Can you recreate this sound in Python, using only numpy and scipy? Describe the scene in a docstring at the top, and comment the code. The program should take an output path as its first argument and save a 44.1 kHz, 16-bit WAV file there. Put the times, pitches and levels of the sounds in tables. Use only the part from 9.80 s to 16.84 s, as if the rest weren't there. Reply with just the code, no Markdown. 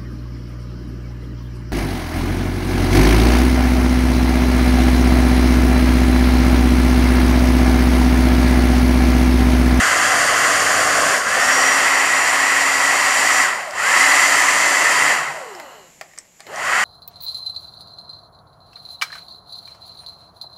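"""A hand-held hairdryer blows in a kitchen, close to the microphone, and is drawn back beside it at first.
Its power is let go three times: a brief dip, a deeper drop, then a long coast almost to rest and a restart.
Air is coloured noise that follows the fan speed; the seven-bladed fan and whine are harmonics of the shaft.
The mains hum while power is on; the switch and plastic handle click as noise bursts through resonances.
Near surfaces echo the air, a short room tail follows fan and handle, and a quiet room lies beneath."""
import sys
import numpy as np
from scipy import signal
from scipy.fft import rfft, irfft, next_fast_len
from scipy.io import wavfile
from scipy.ndimage import map_coordinates

SR = 44100
rng = np.random.default_rng(int(sys.argv[2]) if len(sys.argv) > 2 else 0)


def to_wav(sig):
    """Store sig (one row per channel, or 1-D mono) as 16-bit WAV at the path in sys.argv[1].

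    Samples outside -1..1 are clipped; the rate is SR.
    """
    pcm = np.clip(np.atleast_2d(sig), -1, 1) * 32767
    pcm = np.round(pcm).astype(np.int16)
    wavfile.write(sys.argv[1], SR, pcm.T)  # frames by channels


N = 310464
TIME = np.arange(N) / SR  # s


def amp(db):
    """Decibels to gain."""
    return 10 ** (np.asarray(db) / 20)


def unit(x):
    """Scale to rms 1."""
    return x / np.sqrt(np.mean(x ** 2) + 1e-20)


def along(points, hz):
    """Read (frequency [Hz], value) points on a log frequency axis."""
    point_hz, values = np.transpose(points)
    return np.interp(np.log(hz + 1), np.log(point_hz + 1), values)


def curve(rows):
    """Read (time [s], value) points at every sample, holding the end values."""
    times, values = np.transpose(rows)
    return np.interp(TIME, times, values)


def wobble(rate):
    """A smooth random curve with rate knots a second."""
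    knots = rng.standard_normal(int(N * rate / SR) + 4)
    return map_coordinates(knots, [TIME * rate])


def filtered(x, response):
    """Pass x through a complex response of frequency."""
    size = next_fast_len(len(x) + SR // 4)
    spectrum = rfft(x, size) * response(np.fft.rfftfreq(size, 1 / SR))
    return irfft(spectrum, size)[:len(x)]


def resonance(f, hz, width):
    """Response of one damped mode, with its width in Hz."""
    return 1j * f * width / (hz * hz - f * f + 1j * f * width)


def noise(spectrum):
    """Coloured noise of rms 1."""
    return unit(filtered(rng.standard_normal(N), lambda f: amp(along(spectrum, f))))


def sounding(hz, width):
    """A resonance kept sounding by turbulence or friction, rms 1."""
    return unit(filtered(rng.standard_normal(N), lambda f: resonance(f, hz, width) ** 2))


def soundings(modes):
    """Sum of sounding resonances at their own levels."""
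    return sum(amp(db) * sounding(hz, width) for hz, width, db in modes)


def tone(angle, multiple, rough):
    """A shaft harmonic of rms 1; uneven inflow shakes its strength and phase."""
    shake = 1 + rough * (wobble(55) + 1j * wobble(55))
    return unit(np.real(shake * np.exp(1j * round(multiple) * angle)))


def above(speed, threshold, steepness):
    """A soft gate that opens as the speed passes a threshold."""
    return 1 / (1 + (threshold / speed) ** steepness)


def swells(rows):
    """Gain of bell-shaped swells."""
    return sum(amp(db) * np.exp(-((TIME - middle) / half) ** 2) for middle, half, db in rows)


# Spells with the power on: (on time [s], off time [s], top speed [turns/s],
# spin-up time constant [s], mains hum level [dB])
POWER_RUNS = [(-2, 1.356, 291.3, .13, -46.5), (1.42, 3.618, 276.6, .131, -54.5),
              (3.914, 5.296, 291.9, .127, -55.5), (6.642, 8, 291.3, .29, -59)]


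def shaft_speed():
    """Turns a second: the motor pulls towards its top speed while on; bearings and air slow it while off."""
    bearing_drag = 1.884  # share of speed lost a second
    air_drag = 0.0152  # share of speed lost a turn
    speed = np.zeros(N)
    for on, off, top, spin_up, _ in POWER_RUNS:
        start = np.interp(on, TIME, speed)
        time_on = np.clip(TIME - on, 0, off - on)
        driven = top + (start - top) * np.exp(-time_on / spin_up)
        left = np.exp(-bearing_drag * np.maximum(TIME - off, 0))
        coasting = driven * left / (1 + driven * (1 - left) * air_drag / bearing_drag)
        speed = np.where(TIME < on, speed, coasting)
    return speed


def surge():
    """The air overshoots after each switch-on: a hump from 0 to 1 and back."""
    peak_s = 0.31  # after switch-on
    ages = [np.maximum(TIME - on, 0) / peak_s for on, *_ in POWER_RUNS]
    return sum((age * np.exp(1 - age)) ** 4 for age in ages)


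# Dryer drawn back beside the microphone: (time [s], place [0 held out - 1 right back])
DRAWN_BACK = [(0, 0), (.4, 0.45), (.6, 0.4), (.85, .85), (1.32, 0.88), (1.43, 0.34), (1.8, 0.56),
              (2.1, 0.18)]


def loudness(speed):
    """The law that gives a sound's gain from fan speed, surge and the dryer's place."""
    decades = np.log10(speed / 291)  # from full speed, turns a second
    overshoot, back = surge(), curve(DRAWN_BACK)
    turning = above(speed, threshold=25.6, steepness=8.8)  # slower than this the fan stalls

    def gain(full_db, speed_db, surge_db, back_db):
        """Level at full speed, dB per tenfold speed, dB added by the surge and by drawing back."""
        level_db = full_db + speed_db * decades + surge_db * overshoot + back_db * back
        return turning * amp(level_db)
    return gain


# Where the nozzle points: (time [s], aim [0 held aside - 1 held ahead])
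NOZZLE_AIM = [(0, 0.071), (1.3, 0.022), (1.7, 0.32), (2.1, 1), (2.7, 0.99), (5.9, 0.99), (6.6, 0.31),
              (7.04, 0.88)]


def jet(aside, ahead, flutter_db):
    """Turbulent air whose colour follows the aim of the nozzle and whose level flutters."""
    aim = np.clip(curve(NOZZLE_AIM), 0, 1)
    blend = np.sqrt(1 - aim) * noise(aside) + np.sqrt(aim) * noise(ahead)
    return blend * amp(flutter_db * wobble(45))


# Narrow resonances of the room, which colour the rush, before the gain set in air():
# (frequency [Hz], width [Hz], level [dB])
ROOM_RINGS = [(648, 43, -26.5), (762, 36, -21.5), (1006, 42, -17.5), (1102.6, 36, -18), (1257, 68, -18),
              (1360, 26, -16), (1464, 36, -22), (1513, 62, -18.5), (1657, 72, -19), (2063, 31, -26.5)]


def rings():
    """Turbulence keeps narrow room resonances sounding, which colours the rush."""
    return soundings(ROOM_RINGS)


# Relative air colours, nozzle aside and ahead: (frequency [Hz], density [dB per Hz])
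ROAR_ASIDE = [(24, -66), (55, -36), (92, -21.5), (160, -14), (240, -13), (330, -13), (475, -6), (608, 0),
              (767, 0), (916, -12.5), (1050, 1), (1360, -20), (2300, -120)]
ROAR_AHEAD = [(24, -53), (55, -30), (92, -30), (160, -19), (260, -17.5), (380, -11), (490, -9.5), (560, -4),
              (660, -4.5), (750, 0), (890, -4.5), (1050, -2), (1360, -14), (2300, -120)]
RUSH_ASIDE = [(530, -55), (900, -11), (933, -20), (1010, -12.5), (1130, 1.5), (1330, -0.5), (1460, 0.5),
              (1960, 2), (2350, -10), (2490, -10), (2660, -6), (2870, -9.5), (3190, -9.5), (3700, -21.5),
              (4810, -22), (8140, -120)]
RUSH_AHEAD = [(530, -45.5), (900, -13), (1070, -9.5), (1160, -9.5), (1290, -8), (1530, -13), (1650, -9),
              (1870, -1), (1980, 1), (2320, -13), (2690, -10.5), (2900, -16.5), (3150, -14.5), (3490, -29),
              (3700, -28), (4810, -25), (8140, -120)]
HISS_ASIDE = [(2000, -14.5), (3400, -10), (3790, -12.5), (4780, 1), (5260, -7), (5430, -1), (6380, -2),
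              (7160, 3.5), (7780, -5), (8450, -2.5), (9990, -9), (11100, -15), (12400, -14), (13300, -21.5),
              (15800, -52)]
HISS_AHEAD = [(2000, -35), (3400, -9), (3770, -11.5), (4250, -8.5), (4720, -2), (5090, -7), (5610, -4),
              (6420, -8), (6930, .5), (7200, 1.5), (8080, -6), (9370, -8), (10900, -18), (12300, -15.5),
              (15100, -40), (15800, -45)]
# Levels of midrange and treble, on top of the fan's law: (time [s], level [dB])
MIDRANGE = [(1.3, -.5), (1.39, -2), (1.48, 0), (1.75, -1), (2.0, .5), (3.2, 0), (3.7, 1), (3.89, 0),
            (4.08, 2), (4.9, -1), (5.45, 1.5), (5.66, -4), (5.95, -2.5), (6.7, -2.5), (6.9, 2.5)]
TREBLE = [(1.33, 0), (1.4, -1), (1.6, 0), (2.3, -.5), (3.1, 0.4), (3.5, 2), (3.8, 0), (4.3, 1.5),
          (5.3, -.5), (6.9, -1)]


def air(speed):
    """A low roar, the rush in the housing and the hiss at the nozzle, all trailing the fan."""
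    lag_s = 0.011
    gain = loudness(np.interp(TIME - lag_s, TIME, speed))
    roar = jet(ROAR_ASIDE, ROAR_AHEAD, flutter_db=1.1)
    roar *= gain(full_db=-26, speed_db=21.5, surge_db=1, back_db=4)
    rush = jet(RUSH_ASIDE, RUSH_AHEAD, flutter_db=0.6)
    rush *= gain(full_db=-16, speed_db=33.5, surge_db=2, back_db=-1.5)
    hiss = jet(HISS_ASIDE, HISS_AHEAD, flutter_db=0.41)
    hiss *= gain(full_db=-23, speed_db=37.5, surge_db=2, back_db=0.5)
    ringing = gain(full_db=-16, speed_db=23, surge_db=2.5, back_db=-2) * rings()
    return roar + amp(curve(MIDRANGE)) * (rush + ringing) + amp(curve(TREBLE)) * hiss


# Near surfaces, the door frame and cupboards: (delay [s], level [dB])
EARLY_ECHOES = [(.0083, -21.5), (.0118, -19.5), (.0173, -18.5), (0.024, -19.5), (0.0314, -16.5)]


def walls(x):
    """Early echoes comb the sound finely; the scaling offsets the power they add."""
    power = 1 + sum(amp(db) ** 2 for _, db in EARLY_ECHOES)

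    def comb(f):
        return 1 + sum(amp(db) * np.exp(-2j * np.pi * f * delay) for delay, db in EARLY_ECHOES)
    return filtered(x, comb) / np.sqrt(power)


# Motor whine, before the gain set in fan(): (multiple of the shaft [-], level [dB])
MOTOR_WHINE = [(31, -29), (35, -33), (41, -44), (43, -46), (44, -43), (45, -45), (46, -46), (47, -48)]
# Blade overtones at low speed, against the blade tone: (multiple of the shaft [-], level [dB])
BLADE_OVERTONES = [(14, 0.5), (21, -3), (28, -12)]
# A small fan radiates low notes poorly, its housing favours some: (frequency [Hz], level [dB])
RADIATION = [(170, -42), (265, -17), (390, -0.5), (560, 1), (720, -1), (950, -8.5), (1300, -0.5),
             (1600, 3.5), (1950, 0)]
# Third blade harmonic whistling in the grille: (time [s], level [dB])
GRILLE_WHISTLE = [(1.3, -57), (1.62, -30.5), (1.85, -25), (2.02, -34), (2.3, -33.5), (2.9, -38.5),
                  (3.55, -31), (4.22, -35), (5.05, -35.5), (5.3, -48)]


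def fan(speed, gain):
    """Unbalance, blade tones, motor whine and grille whistle, all locked to the shaft."""
    blades = 7
    unsteady_speed = speed * (1 + 0.00084 * wobble(14))
    angle = 2 * np.pi * np.cumsum(unsteady_speed) / SR

    unbalance = gain(full_db=-41.5, speed_db=87, surge_db=3.5, back_db=4) * tone(angle, 1, rough=0.31)

    # at low speed each blade makes a sharper puff, rich in overtones
    slow = np.clip(1 - speed / 100, 0, 1)  # grows in below 100 turns a second
    overtones = sum(amp(db) * tone(angle, k, rough=0.25) for k, db in BLADE_OVERTONES)
    puffs = tone(angle, blades, rough=0.16) + slow * overtones
    puffs *= gain(full_db=-23.5, speed_db=21, surge_db=1.5, back_db=-10.5)
    puffs = filtered(puffs, lambda f: amp(along(RADIATION, f)))

    whine = sum(amp(db) * tone(angle, k, rough=0.3) for k, db in MOTOR_WHINE)
    whine *= gain(full_db=-19, speed_db=36, surge_db=1, back_db=0)

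    whistle = amp(curve(GRILLE_WHISTLE)) * tone(angle, 3 * blades, rough=0.14)
    whistle *= above(speed, threshold=255, steepness=40)  # it speaks only near full speed
    return unbalance + puffs + whine + whistle


def hum():
    """Rectified mains shake the motor at 100 Hz while the power is on."""
    fade_s, hum_hz = 0.033, 100
    level = np.zeros(N)
    for on, off, _, _, db in POWER_RUNS:
        level += amp(db) * np.clip(np.minimum(TIME - on, off - TIME) / fade_s, 0, 1)
    return level * tone(2 * np.pi * hum_hz * TIME, 1, rough=0.45)


# Brush scrape of the motor, before the gain set in brushes():
# (frequency [Hz], width [Hz], level [dB])
BRUSH_SCRAPE = [(2900, 350, -53.5), (4150, 520, -58), (11840, 700, -64), (13200, 1200, -70)]


def brushes(gain):
    """Friction of the brushes keeps a thin scrape going, uncovered when the air dies down."""
    return gain(full_db=0.5, speed_db=0, surge_db=4, back_db=0) * soundings(BRUSH_SCRAPE)


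# Relative colour of quiet room and microphone hiss: (frequency [Hz], density [dB per Hz])
QUIET_ROOM = [(25, -10), (60, -5), (110, -8), (165, 3), (260, -5.5), (600, -4), (1400, -13), (2200, -5.5),
              (3700, -14.5), (6200, -10.5), (7200, 0), (9000, -22), (11900, -14), (14000, -31)]
# Its level, which sinks in the lull and rises at the restart: (time [s], level [dB])
BACKGROUND_LEVEL = [(6.0, -51.5), (6.18, -51), (6.35, -53), (6.52, -55), (6.8, -48)]


def background():
    """Quiet room and microphone hiss as coloured noise."""
    return amp(curve(BACKGROUND_LEVEL)) * noise(QUIET_ROOM)


# Decay of the kitchen: (frequency [Hz], time to fall 60 dB [s])
KITCHEN_DECAY = [(200, 0.29), (2000, 0.2), (10000, 0.077)]


def kitchen(x):
    """The room's short tail is decaying noise, duller as it dies."""
    hz, times, bins = signal.stft(rng.standard_normal(SR // 2), SR, nperseg=256)
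    decay = amp(-60 * times / along(KITCHEN_DECAY, hz)[:, None])
    tail = signal.istft(bins * decay, SR, nperseg=256)[1]
    return signal.fftconvolve(x, tail / np.linalg.norm(tail))[:N]


def burst(response, t60, tail_db, tail_t60):
    """A sharp contact and its brief rattle through a body, peak 1."""
    t = np.arange(SR // 8) / SR
    fade = amp(-60 * t / t60) + amp(tail_db - 60 * t / tail_t60)
    ring = filtered(rng.choice([-1, 1], len(t)) * fade, response)
    return ring / np.abs(ring).max()


# Modes of the plastic shell, relative: (frequency [Hz], width [Hz], level [dB])
SHELL_MODES = [(695, 240, 1.5), (1180, 160, 1), (1930, 460, 5.5), (2400, 470, -9.5)]
# Switch and handle contacts, before the trims in clicks():
# (time [s], snap level [dB], snap frequency [Hz], knock level [dB])
HANDLE_CLICKS = [(3.909, -24, 5070, -33), (5.7503, -31, 5170, -35), (5.7985, -31, 4900, -30.5),
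                 (6.2117, -29, 4870, -25), (6.3145, -58, 5000, -49), (6.335, -45, 5400, -41.5),
                 (6.362, -52, 5000, -47), (6.3774, -31, 5040, -36), (6.3866, -23, 7450, -42),
                 (6.3861, -22.5, 5460, -57), (6.451, -58, 5000, -51), (6.597, -48, 5000, -41),
                 (6.6044, -28, 4780, -35), (6.6675, -43, 5000, -32), (6.7593, -22.5, 5700, -37)]


def clicks():
    """The switch snaps brightly and knocks the hollow shell."""
    snap_trim_db, knock_trim_db = 2.0, 4.5
    out = np.zeros(N + SR)

    def shell(f):
        # neighbouring modes move in opposite phase
        return sum((-1) ** k * amp(db) * resonance(f, hz, width)
                   for k, (hz, width, db) in enumerate(SHELL_MODES))

    for s, snap_db, snap_hz, knock_db in HANDLE_CLICKS:
        def spring(f):
            return resonance(f, snap_hz, 650) - amp(-10.5) * resonance(f, 8400, 2000)
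        snap = burst(spring, t60=0.0091, tail_db=-19, tail_t60=0.036)
        knock = burst(shell, t60=0.017, tail_db=-14, tail_t60=0.084)
        contact = amp(snap_db + snap_trim_db) * snap + amp(knock_db + knock_trim_db) * knock
        out[round(s * SR):][:len(contact)] += contact
    return out[:N]


# Two swells of a low housing note: (middle time [s], half length [s], level [dB])
HOUSING_DRONES = [(5.33, .2, -48.5), (6.82, 0.12, -55)]


def drone():
    """A low note of the housing swells twice."""
    return swells(HOUSING_DRONES) * sounding(hz=145, width=15)


# The hand shifts on the handle: (middle time [s], half length [s], level [dB])
HAND_RUBS = [(6.31, 0.13, -58.5), (6.645, .03, -52)]


def rub():
    """Friction of the hand keeps the shell's modes sounding."""
    return swells(HAND_RUBS) * unit(soundings(SHELL_MODES))


def scene():
    """Dryer and room, heard at one microphone point, the same on both channels."""
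    speed = shaft_speed()
    gain = loudness(speed)
    rotor, handle = fan(speed, gain), clicks()
    dryer = walls(air(speed)) + rotor + hum() + brushes(gain) + handle + drone() + rub()
    room = kitchen(amp(-13.5) * rotor + amp(-9.5) * handle)
    mono = dryer + room + background()
    return np.array([mono, mono])


def record(dry):
    """The microphone channel rounds off the highest peaks and keeps nothing above its band limit."""
    ceiling, top_hz = 0.78, 15700  # ceiling as a share of full scale
    rounded = dry / (1 + np.abs(dry / ceiling) ** 6) ** (1 / 6)
    return np.array([filtered(side, lambda f: f < top_hz) for side in rounded])


dry = scene()
out = record(dry)
to_wav(out)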